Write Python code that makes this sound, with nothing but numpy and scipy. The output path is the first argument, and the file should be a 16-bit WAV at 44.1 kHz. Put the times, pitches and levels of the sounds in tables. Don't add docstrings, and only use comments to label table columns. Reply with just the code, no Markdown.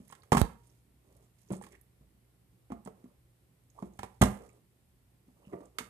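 import sys
import numpy as np
from scipy import signal
from scipy.fft import rfft, irfft
from scipy.io import wavfile

SR = 44100
rng = np.random.default_rng(int(sys.argv[2]) if len(sys.argv) > 2 else 0)


def transcribe(signal):
    frames = np.atleast_2d(signal).T
    limited = np.clip(frames, -1, 1)
    pcm = np.round(limited * 32767).astype(np.int16)
    wavfile.write(sys.argv[1], SR, pcm)


def field_ratio(decibels):
    return 10 ** (np.asarray(decibels, dtype=float) / 20)


N = 259749

# (frequency [Hz], left-right likeness [-1 to 1])
PORT_LIKENESS = [(60, 0.91), (130, 0.93), (290, 0.73), (620, 0.25), (1360, 0.03), (2980, -0.02),
                 (6500, -0.04), (14200, 0.01)]
# (frequency [Hz], density [dB per Hz])
CRACK_SPECTRUM = [(1000, -27), (1600, 1), (3000, -6.5), (4600, -12.5), (6300, -10.5), (8500, -8.5),
                  (11000, -12.5), (14500, -21)]
# (frequency [Hz], gain [dB])
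HAND_SHADOW = [(60, -3.5), (200, -1), (400, -4), (700, -10), (1250, -14), (2300, -13), (4200, -9.5),
               (6000, -17), (7700, -26.5), (14000, -25.5)]


def rms_one(x):
    return x / np.sqrt(np.mean(x ** 2) + 1e-20)


def at_hz(points, hz):
    table = np.array(points)
    return np.interp(np.log(hz), np.log(table[:, 0]), table[:, 1])


def coloured(x, points):
    size = 4096
    bins_hz = np.maximum(np.arange(size // 2 + 1) * SR / size, 1)
    cepstrum = irfft(np.log(field_ratio(at_hz(points, bins_hz))))
    cepstrum[1:size // 2] *= 2
    cepstrum[size // 2 + 1:] = 0
    response = irfft(np.exp(rfft(cepstrum)))[:size // 2]
    return signal.fftconvolve(x, response)[:len(x)]


def butterworth(x, order, hz, kind):
    return signal.sosfilt(signal.butter(order, hz, kind, fs=SR, output="sos"), x)


def drift(rate_hz):
    r = np.exp(-80 * np.pi * rate_hz / SR)
    slow = signal.lfilter([1], [1, -2 * r, r * r], rng.standard_normal(N // 40 + 2002))[2000:]
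    return np.interp(np.arange(N) / 40, np.arange(len(slow)), rms_one(slow))


def ring(clicks, hz, t60):
    r = field_ratio(-60 / (t60 * SR))
    w = 2 * np.pi * hz / SR
    return signal.lfilter([0, np.sin(w)], [1, -2 * r * np.cos(w), r * r], clicks + 1e-18)


def grains(per_s, size_db, clump_db):
    sizes = field_ratio(size_db * np.minimum(rng.exponential(1, N), 4)) * rng.choice([-1, 1], N)
    return sizes * (rng.random(N) < per_s * field_ratio(clump_db * drift(25)) / SR)


def swell(t, middle_s, length_s):
    return np.cos(np.pi * np.clip((t - middle_s) / length_s, -.5, .5))


def add(out, s, piece):
    i = round(s * SR)
    out[i:i + len(piece)] += piece[:N - i]


def rumble(patchy_db=3.0):
    # (frequency [Hz], density [dB per Hz])
    rumble_spectrum = [(15, -46), (25, -15), (59, -2), (91, -10.5), (101, -7), (124, -11), (147, -15),
                       (186, -8), (278, -21.5), (307, -16.5), (476, -23.5), (573, -24.5), (1400, -34),
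                       (1820, -68.5), (3080, -120)]
    # (frequency [Hz], left minus right [dB])
    rumble_lean = [(60, 3), (110, -2.5), (200, -2.5), (370, -4.5), (680, -3.5), (1250, -6.5), (2290, -2.5),
                   (4210, -2), (7730, -10.5), (14200, -4)]
    out = 0
    edges = 25 * 2 ** np.arange(0, 6.6, .5)
    white = rng.standard_normal((2, 2, N))
    for k, (low, high) in enumerate(zip(edges, edges[1:])):
        mid, side = butterworth(white[k % 2], 2, [low, high], "band")
        hz = np.sqrt(low * high)
        alike = np.clip(at_hz(PORT_LIKENESS, hz), 0, 1)
        lean_db = at_hz(rumble_lean, hz) * np.array([[.5], [-.5]])
        gain = field_ratio(at_hz(rumble_spectrum, hz) + patchy_db * alike * drift(5) + lean_db)
        out = out + gain * (np.sqrt(1 + alike) * mid + np.sqrt(1 - alike) * side * [[1], [-1]])
    return field_ratio(-67.5) * rms_one(out)


def mains_hum(waver_db=2.5, waver_hz=5.0):
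    # (frequency [Hz], level [dB rms])
    harmonics = [(59.5, -69.5), (119.5, -70.5), (180, -84)]
    t, hum = np.arange(N) / SR, 0
    for hz, db in harmonics:
        hum = hum + field_ratio(db + 1.5 + waver_db * drift(waver_hz)) * np.sin(2 * np.pi * hz * t)
    return hum * field_ratio([[-1.1], [1.1]])


def capsule_hiss():
    # (frequency [Hz], density [dB per Hz])
    hiss_spectrum = [(820, -32.5), (1400, -2), (1470, -11), (1820, -0.5), (2980, -3.5), (6480, -8.5),
                     (8330, -3), (14200, -3.5)]
    return np.array([field_ratio(-75) * rms_one(coloured(rng.standard_normal(N), hiss_spectrum)) for port in "LR"])


def all_contacts():
    # (time [s], wall [dB], base [dB], base pitch [Hz], crack [dB])
    landings = [
        (0.3195, -10, -18.5, 108, -30),
        (0.328, -16, -21, 180, -31.5),
        (0.348, -19.5, -20, 217, -39.5),
        (0.369, -15, -22.5, 163, -31),
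        (0.378, -25, -27.5, 208.8, -33),
        (4.2125, -17, -12.5, 126.4, -40.5),
        (4.2165, -17.5, -16.5, 88, -22.5),
        (4.224, -9.5, -19, 203, -33.5),
        (4.235, -21, -21.5, 258, -32),
        (4.257, -31.5, -29, 80.6, -44),
    ]
    # (time [s], wall [dB], base [dB], base pitch [Hz], crack [dB])
    knocks = [(0.1, -51.5, -57.5, 116, -64), (0.124, -43.5, -59.5, 132, -53),
              (0.151, -58.5, -71.5, 110.4, -60), (0.233, -59, -63, 80.7, -64.5),
              (1.504, -41.5, -31.5, 326, -57.5), (1.514, -35, -31, 126.6, -66.5),
              (1.534, -41.5, -41, 203, -57), (1.612, -49, -64, 127, -67), (1.637, -50.5, -55, 218, -55.5),
              (1.666, -48.5, -66, 121.5, -59), (2.702, -43.5, -38, 282.5, -69.5),
              (2.719, -38, -32.5, 223, -58), (2.859, -44.5, -41.5, 217, -61),
              (2.873, -34.5, -44, 172, -58.5), (3.824, -38, -33, 194, -62), (3.99, -35, -41, 95.9, -47.5),
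              (4.031, -30, -47, 99.6, -46.5), (4.04, -37, -46, 105, -58), (5.525, -52, -41.5, 362, -71),
              (5.532, -36, -31.5, 363, -69), (5.605, -58, -45, 296, -71), (5.785, -29.5, -50.5, 233, -32.5),
              (5.805, -39.5, -43, 229, -53)]
    # (time [s], base [dB], base pitch [Hz])
    bumps = [
        (0.001, -46.5, 213),
        (2.009, -54, 130.4),
        (3.041, -45, 245),
        (5.281, -56, 253.6),
        (5.471, -50, 161),
    ]
    rows = landings + knocks + [(s, db - 25, db, hz, db - 28.5) for s, db, hz in bumps]
    hardest_hz, softer_db_per_octave = 1400, 26.0
    contacts_with_pitch = []
    for s, wall_db, base_db, base_hz, crack_db in rows:
        wall_hz = hardest_hz * 2 ** ((crack_db - wall_db) / softer_db_per_octave)
        contacts_with_pitch.append((s, wall_db, base_db, base_hz, wall_hz, crack_db))
    return contacts_with_pitch


def contacts(base_t60=0.06, wall_t60=0.017, crack_s=0.0054, spray_s=0.017, spray_db=-14):
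    # (frequency [Hz], level below the base [dB], t60 [s])
    base_modes = [(59.55, -3.5, 0.37), (80.5, -4.5, 0.21), (139, -9.5, 0.067), (188.4, -4, 0.16),
                  (263, -7, 0.02), (319.44, -6.5, 0.014)]
    # (frequency [Hz], level below the wall [dB], t60 [s])
    wall_modes = [(404, -6, .05), (455, -4, .06), (560, -11, .04), (655, -8, .04), (817, -6, .04),
                  (958, -8, .035), (1095, -6, .035), (1180, -6, .035), (1310, -8, .03), (1830, -17, .02),
                  (2150, -19, .015)]
    spread_db, focus_db, thin_db = 5.5, 5.5, 4.5
    counts = [len(base_modes), len(wall_modes)]
    is_wall = np.repeat([0, 1], counts)[:, None]
    body, crack, t = np.zeros(N), np.zeros(N), np.arange(SR // 4) / SR
    for s, wall_db, base_db, base_hz, wall_hz, crack_db in all_contacts():
        modes = [(base_hz, base_db + 2.5, base_t60), (wall_hz, wall_db + 6.5, wall_t60)]
        modes += [(hz, base_db + db - 4, t60) for hz, db, t60 in base_modes]
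        modes += [(hz, wall_db + db, t60) for hz, db, t60 in wall_modes]
        hz, db, t60 = np.transpose(modes)[:, :, None]
        own_hz = np.repeat([base_hz, wall_hz], counts)[:, None]
        db[2:] += spread_db * rng.standard_normal((sum(counts), 1))
        db[2:] -= focus_db * np.abs(np.log2(hz[2:] / own_hz))
        db[2:] -= thin_db * np.maximum(np.log2(wall_hz / hz[2:]), 0) * is_wall
        hz[2:] *= 1 + .025 * rng.standard_normal((sum(counts), 1))
        swing = -np.sum(field_ratio(db - 60 * t / t60) * np.sin(2 * np.pi * hz * t), axis=0)
        add(body, s, swing * (1 - np.exp(-(t / 0.0015) ** 2)))
        decay = np.exp(-t / crack_s) + field_ratio(spray_db) * np.exp(-t / spray_s)
        add(crack, s, field_ratio(crack_db) * rng.standard_normal(len(t)) * np.minimum(t / 0.00021, 1) * decay)
    unit = np.std(coloured(rng.standard_normal(SR), CRACK_SPECTRUM))
    return body + field_ratio(3.0) * coloured(crack, CRACK_SPECTRUM) / unit


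def dying(t, late_s, t60):
    t = np.maximum(t, 0)
    return (1 - np.exp(-(t / late_s) ** 2)) * field_ratio(-60 * t / t60) ** 2


def agitation():
    # (middle [s], length [s], slosh [dB], crackle [dB])
    stirs = [(0.08, 0.21, -71, -69), (0.244, 0.27, -67, -79), (0.392, 0.12, -38.5, -43),
             (0.441, 0.049, -41, -65), (0.698, 0.29, -75, -73.5), (1.147, 0.34, -65.5, -73),
             (1.441, 0.24, -75, -72.5), (1.653, 0.11, -58.5, -61.5), (1.732, 0.086, -62.5, -64.5),
             (1.541, 0.11, -49.5, -54), (3.042, 0.25, -65.5, -83), (3.82, 0.18, -60.5, -67.5),
             (3.95, .12, -64, -75.5), (4.15, 0.3, -76, -77.5), (4.4, 0.265, -53, -67.5),
             (4.52, 0.23, -65, -75.5), (5.3, .16, -77.5, -79), (5.46, 0.24, -62.5, -77),
             (5.585, 0.24, -53, -73), (5.776, 0.073, -60.5, -78), (5.87, 0.09, -63, -93)]
    t, power = np.arange(0, N + 64, 32) / SR, 0
    for s, wall_db, base_db, _, _, crack_db in all_contacts():
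        blow_db = max(wall_db - 11, base_db)
        slosh = field_ratio(blow_db - 11.5) ** 2 * dying(t - s, 0.0064, 0.21)
        crackle = field_ratio(crack_db - 16) ** 2 * dying(t - s, .01, 0.28)
        power = power + np.array([slosh, crackle])
    for s, length, slosh_db, crackle_db in stirs:
        power = power + (field_ratio([[slosh_db], [crackle_db]]) * swell(t, s, length)) ** 2
    return [np.interp(np.arange(N) / SR, t, np.sqrt(p)) for p in power]


def slosh_and_crackle():
    # (frequency [Hz], density [dB per Hz])
    slosh_spectrum = [(150, -28.5), (250, -10), (420, -6.5), (700, -10), (950, -14.5), (1250, -13),
                      (1600, -27.5), (2800, -26), (4500, -64), (7700, -110)]
    slosh, crackle = agitation()
    knocks = grains(2500, size_db=3.5, clump_db=3.5)
    dealt = rng.integers(0, 14, N)
    rings = 0
    for k, hz in enumerate(np.geomspace(280, 3000, 14)):
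        rings = rings + np.sqrt(hz) * ring(knocks * (dealt == k), hz, 14.0 / hz)
    water = coloured(rings, slosh_spectrum)
    creases = coloured(grains(6000, size_db=8.0, clump_db=4.5), CRACK_SPECTRUM)
    creases = butterworth(creases, 2, 4500, "high")
    return field_ratio(-5.5) * slosh * rms_one(water) + field_ratio(-2.5) * crackle * rms_one(creases)


def rubs(per_s=700, cycles=22.0):
    # (middle [s], length [s], level [dB])
    strokes = [
        (0.106, 0.067, -67),
        (1.535, .1, -66.5),
        (1.639, 0.055, -59),
        (1.741, 0.051, -60),
        (2.721, 0.048, -63),
        (2.865, 0.034, -82),
        (4.045, 0.074, -63),
        (5.535, 0.039, -64.5),
    ]
    rib_pitches = [1782, 2065, 2180, 2660]
    t, level, rings = np.arange(N) / SR, 0, 0
    for s, length, db in strokes:
        level = level + field_ratio(db) * swell(t, s, length)
    slips = grains(per_s, size_db=4.0, clump_db=7.5)
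    dealt = rng.integers(0, len(rib_pitches), N)
    for k, hz in enumerate(rib_pitches):
        rings = rings + ring(slips * (dealt == k), hz, cycles / hz)
    return level * rms_one(rings)


def ticks(length_s=0.0042):
    # (time [s], peak [dB], pitch [Hz])
    snaps = [(0.08, -49.5, 10900), (0.093, -53, 6850), (0.111, -48, 8700), (0.2027, -63, 9400),
             (0.2209, -59, 4200), (0.671, -55.5, 9150), (0.6984, -64, 5870), (1.1657, -59.5, 10600),
             (1.2442, -68.5, 8150), (1.416, -62, 10340), (1.486, -61, 6240), (1.521, -41.5, 8860),
             (1.566, -48, 8500), (1.6229, -44.5, 8900), (1.6918, -75, 8820), (1.722, -55, 7680),
             (1.8123, -51, 11350), (2.85, -48, 8300), (3.6374, -68, 9750), (3.7006, -58.5, 6840),
             (3.936, -64.5, 6980), (3.9726, -66, 8900), (4.06, -60, 9350), (4.38, -61, 10240),
             (4.49, -56.5, 7520), (4.5301, -60, 8990), (4.8866, -73, 8330), (5.655, -54.5, 7940),
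             (0.4145, -33.5, 4220), (4.493, -60, 2440)]
    out, t = np.zeros(N), np.arange(SR // 50) / SR
    for s, peak_db, hz in snaps:
        burst = rng.standard_normal(len(t)) * np.exp(-t / length_s)
        tick = ring(ring(burst, hz, 9.0 / hz), hz, 9.0 / hz)
        add(out, s, field_ratio(peak_db + 2.5) * tick / np.abs(tick).max())
    return out


def gulps():
    # (time [s], peak [dB], start pitch [Hz], end pitch [Hz], length [s])
    pockets = [
        (0.22, -76.5, 4780, 3970, 0.0071),
        (3.744, -71, 762, 810, 0.042),
        (3.775, -54, 670, 1211, 0.023),
        (5.426, -76, 2830, 2710, 0.077),
    ]
    out = np.zeros(N)
    for s, peak_db, start_hz, end_hz, length in pockets:
        hz = np.linspace(start_hz, end_hz, round(length * SR))
        rough = 1 + 2.5 * np.interp(np.arange(len(hz)) / 90, np.arange(60), rng.standard_normal(60))
        tone = np.sin(2 * np.pi * np.cumsum(hz) / SR)
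        add(out, s, field_ratio(peak_db) * np.hanning(len(hz)) * rough * tone)
    return out


def air_ring():
    # (time [s], peak [dB], pitch [Hz], t60 [s])
    hums = [
        (0.33, -46, 942, 0.63),
        (2.722, -48, 690, .2),
        (3.828, -45, 348.8, 0.19),
        (5.54, -47.5, 679, 0.21),
    ]
    t, out = np.arange(SR // 2) / SR, np.zeros(N)
    for s, peak_db, hz, t60 in hums:
        add(out, s, field_ratio(peak_db - 60 * t / t60) * np.sin(2 * np.pi * hz * t))
    return out


def cap_slap():
    # (time [s], spike [dB], swing [dB], swing pitch [Hz], snap [dB])
    slaps = [
        (0.4153, -9, -9.5, 49.3, -19),
    ]
    t, out = np.arange(SR // 5) / SR, np.zeros(N)
    rise_s = .0008
    late = np.maximum(t - rise_s, 0)
    for s, spike_db, swing_db, swing_hz, snap_db in slaps:
        turns = swing_hz * late + .35 * (1 - np.exp(-late / .0045))
        swing = field_ratio(swing_db) * np.exp(-late / .0125) * np.cos(2 * np.pi * turns)
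        spike = field_ratio(spike_db) * np.exp(-late / .00016)
        snap = field_ratio(snap_db) * np.diff(rng.standard_normal(len(t) + 1)) * np.exp(-late / 0.00029)
        add(out, s, np.minimum(t / rise_s, 1) ** 3 * (spike + swing + snap))
    return out


def room(x, first_echo_s=0.01):
    # (frequency [Hz], t60 [s])
    room_t60 = [(70, 0.3), (200, .34), (600, 0.31), (1800, 0.36), (5000, 0.11), (12000, 0.33)]
    t, echoes = np.arange(SR // 2) / SR, 0
    for low in 40 * 2.0 ** np.arange(9):
        noise = rng.standard_normal((3, len(t)))
        shared, left, right = butterworth(noise, 1, [low, 2 * low], "band")
        alike = np.clip(at_hz(PORT_LIKENESS, 1.4 * low), 0, 1)
        band = np.sqrt(alike) * shared + np.sqrt(1 - alike) * np.array([left, right])
        echoes = echoes + band * field_ratio(-60 * t / at_hz(room_t60, 1.4 * low))
    echoes = echoes * np.minimum(t / first_echo_s, 1) ** 2
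    return signal.fftconvolve(x[None], echoes / np.linalg.norm(echoes[1]), axes=1)[:, :N]


def round_the_hand(x, lag_s=.0001, scatter_db=4.5, scatter_s=0.0028):
    n = np.arange(SR // 40)
    paths = rng.standard_normal(len(n)) * np.exp(-n / (scatter_s * SR))
    paths = butterworth(paths / np.linalg.norm(paths), 1, 1500, "high")
    direct = np.interp(np.arange(N) - lag_s * SR, np.arange(N), x)
    smear = signal.fftconvolve(direct, paths)[:N]
    return coloured(direct + field_ratio(scatter_db) * smear, HAND_SHADOW)


def scene():
    near = contacts() + slosh_and_crackle() + rubs() + ticks() + gulps() + air_ring()
    cap = cap_slap()
    wet = field_ratio(-11) * room(near + field_ratio(-18) * cap)
    left = round_the_hand(near + field_ratio(-24.5) * cap)
    echo_shadow = [(hz, 0.92 * db) for hz, db in HAND_SHADOW]
    left = left + coloured(wet[0], echo_shadow)
    right = near + cap + wet[1]
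    return field_ratio(2.5) * np.array([left, right]) + rumble() + mains_hum() + capsule_hiss()


def band_limit(x):
    return signal.sosfilt(signal.butter(12, 14780, fs=SR, output="sos"), x)


def record(dry):
    bass_cut = butterworth(dry, 2, 66, "high")
    rounded = 1.5 * np.tanh(bass_cut / 1.5)
    mix = signal.sosfilt(signal.cheby2(18, 50, 14620, fs=SR, output="sos"), rounded)
    return band_limit(mix)


dry = scene()
out = record(dry)
transcribe(out)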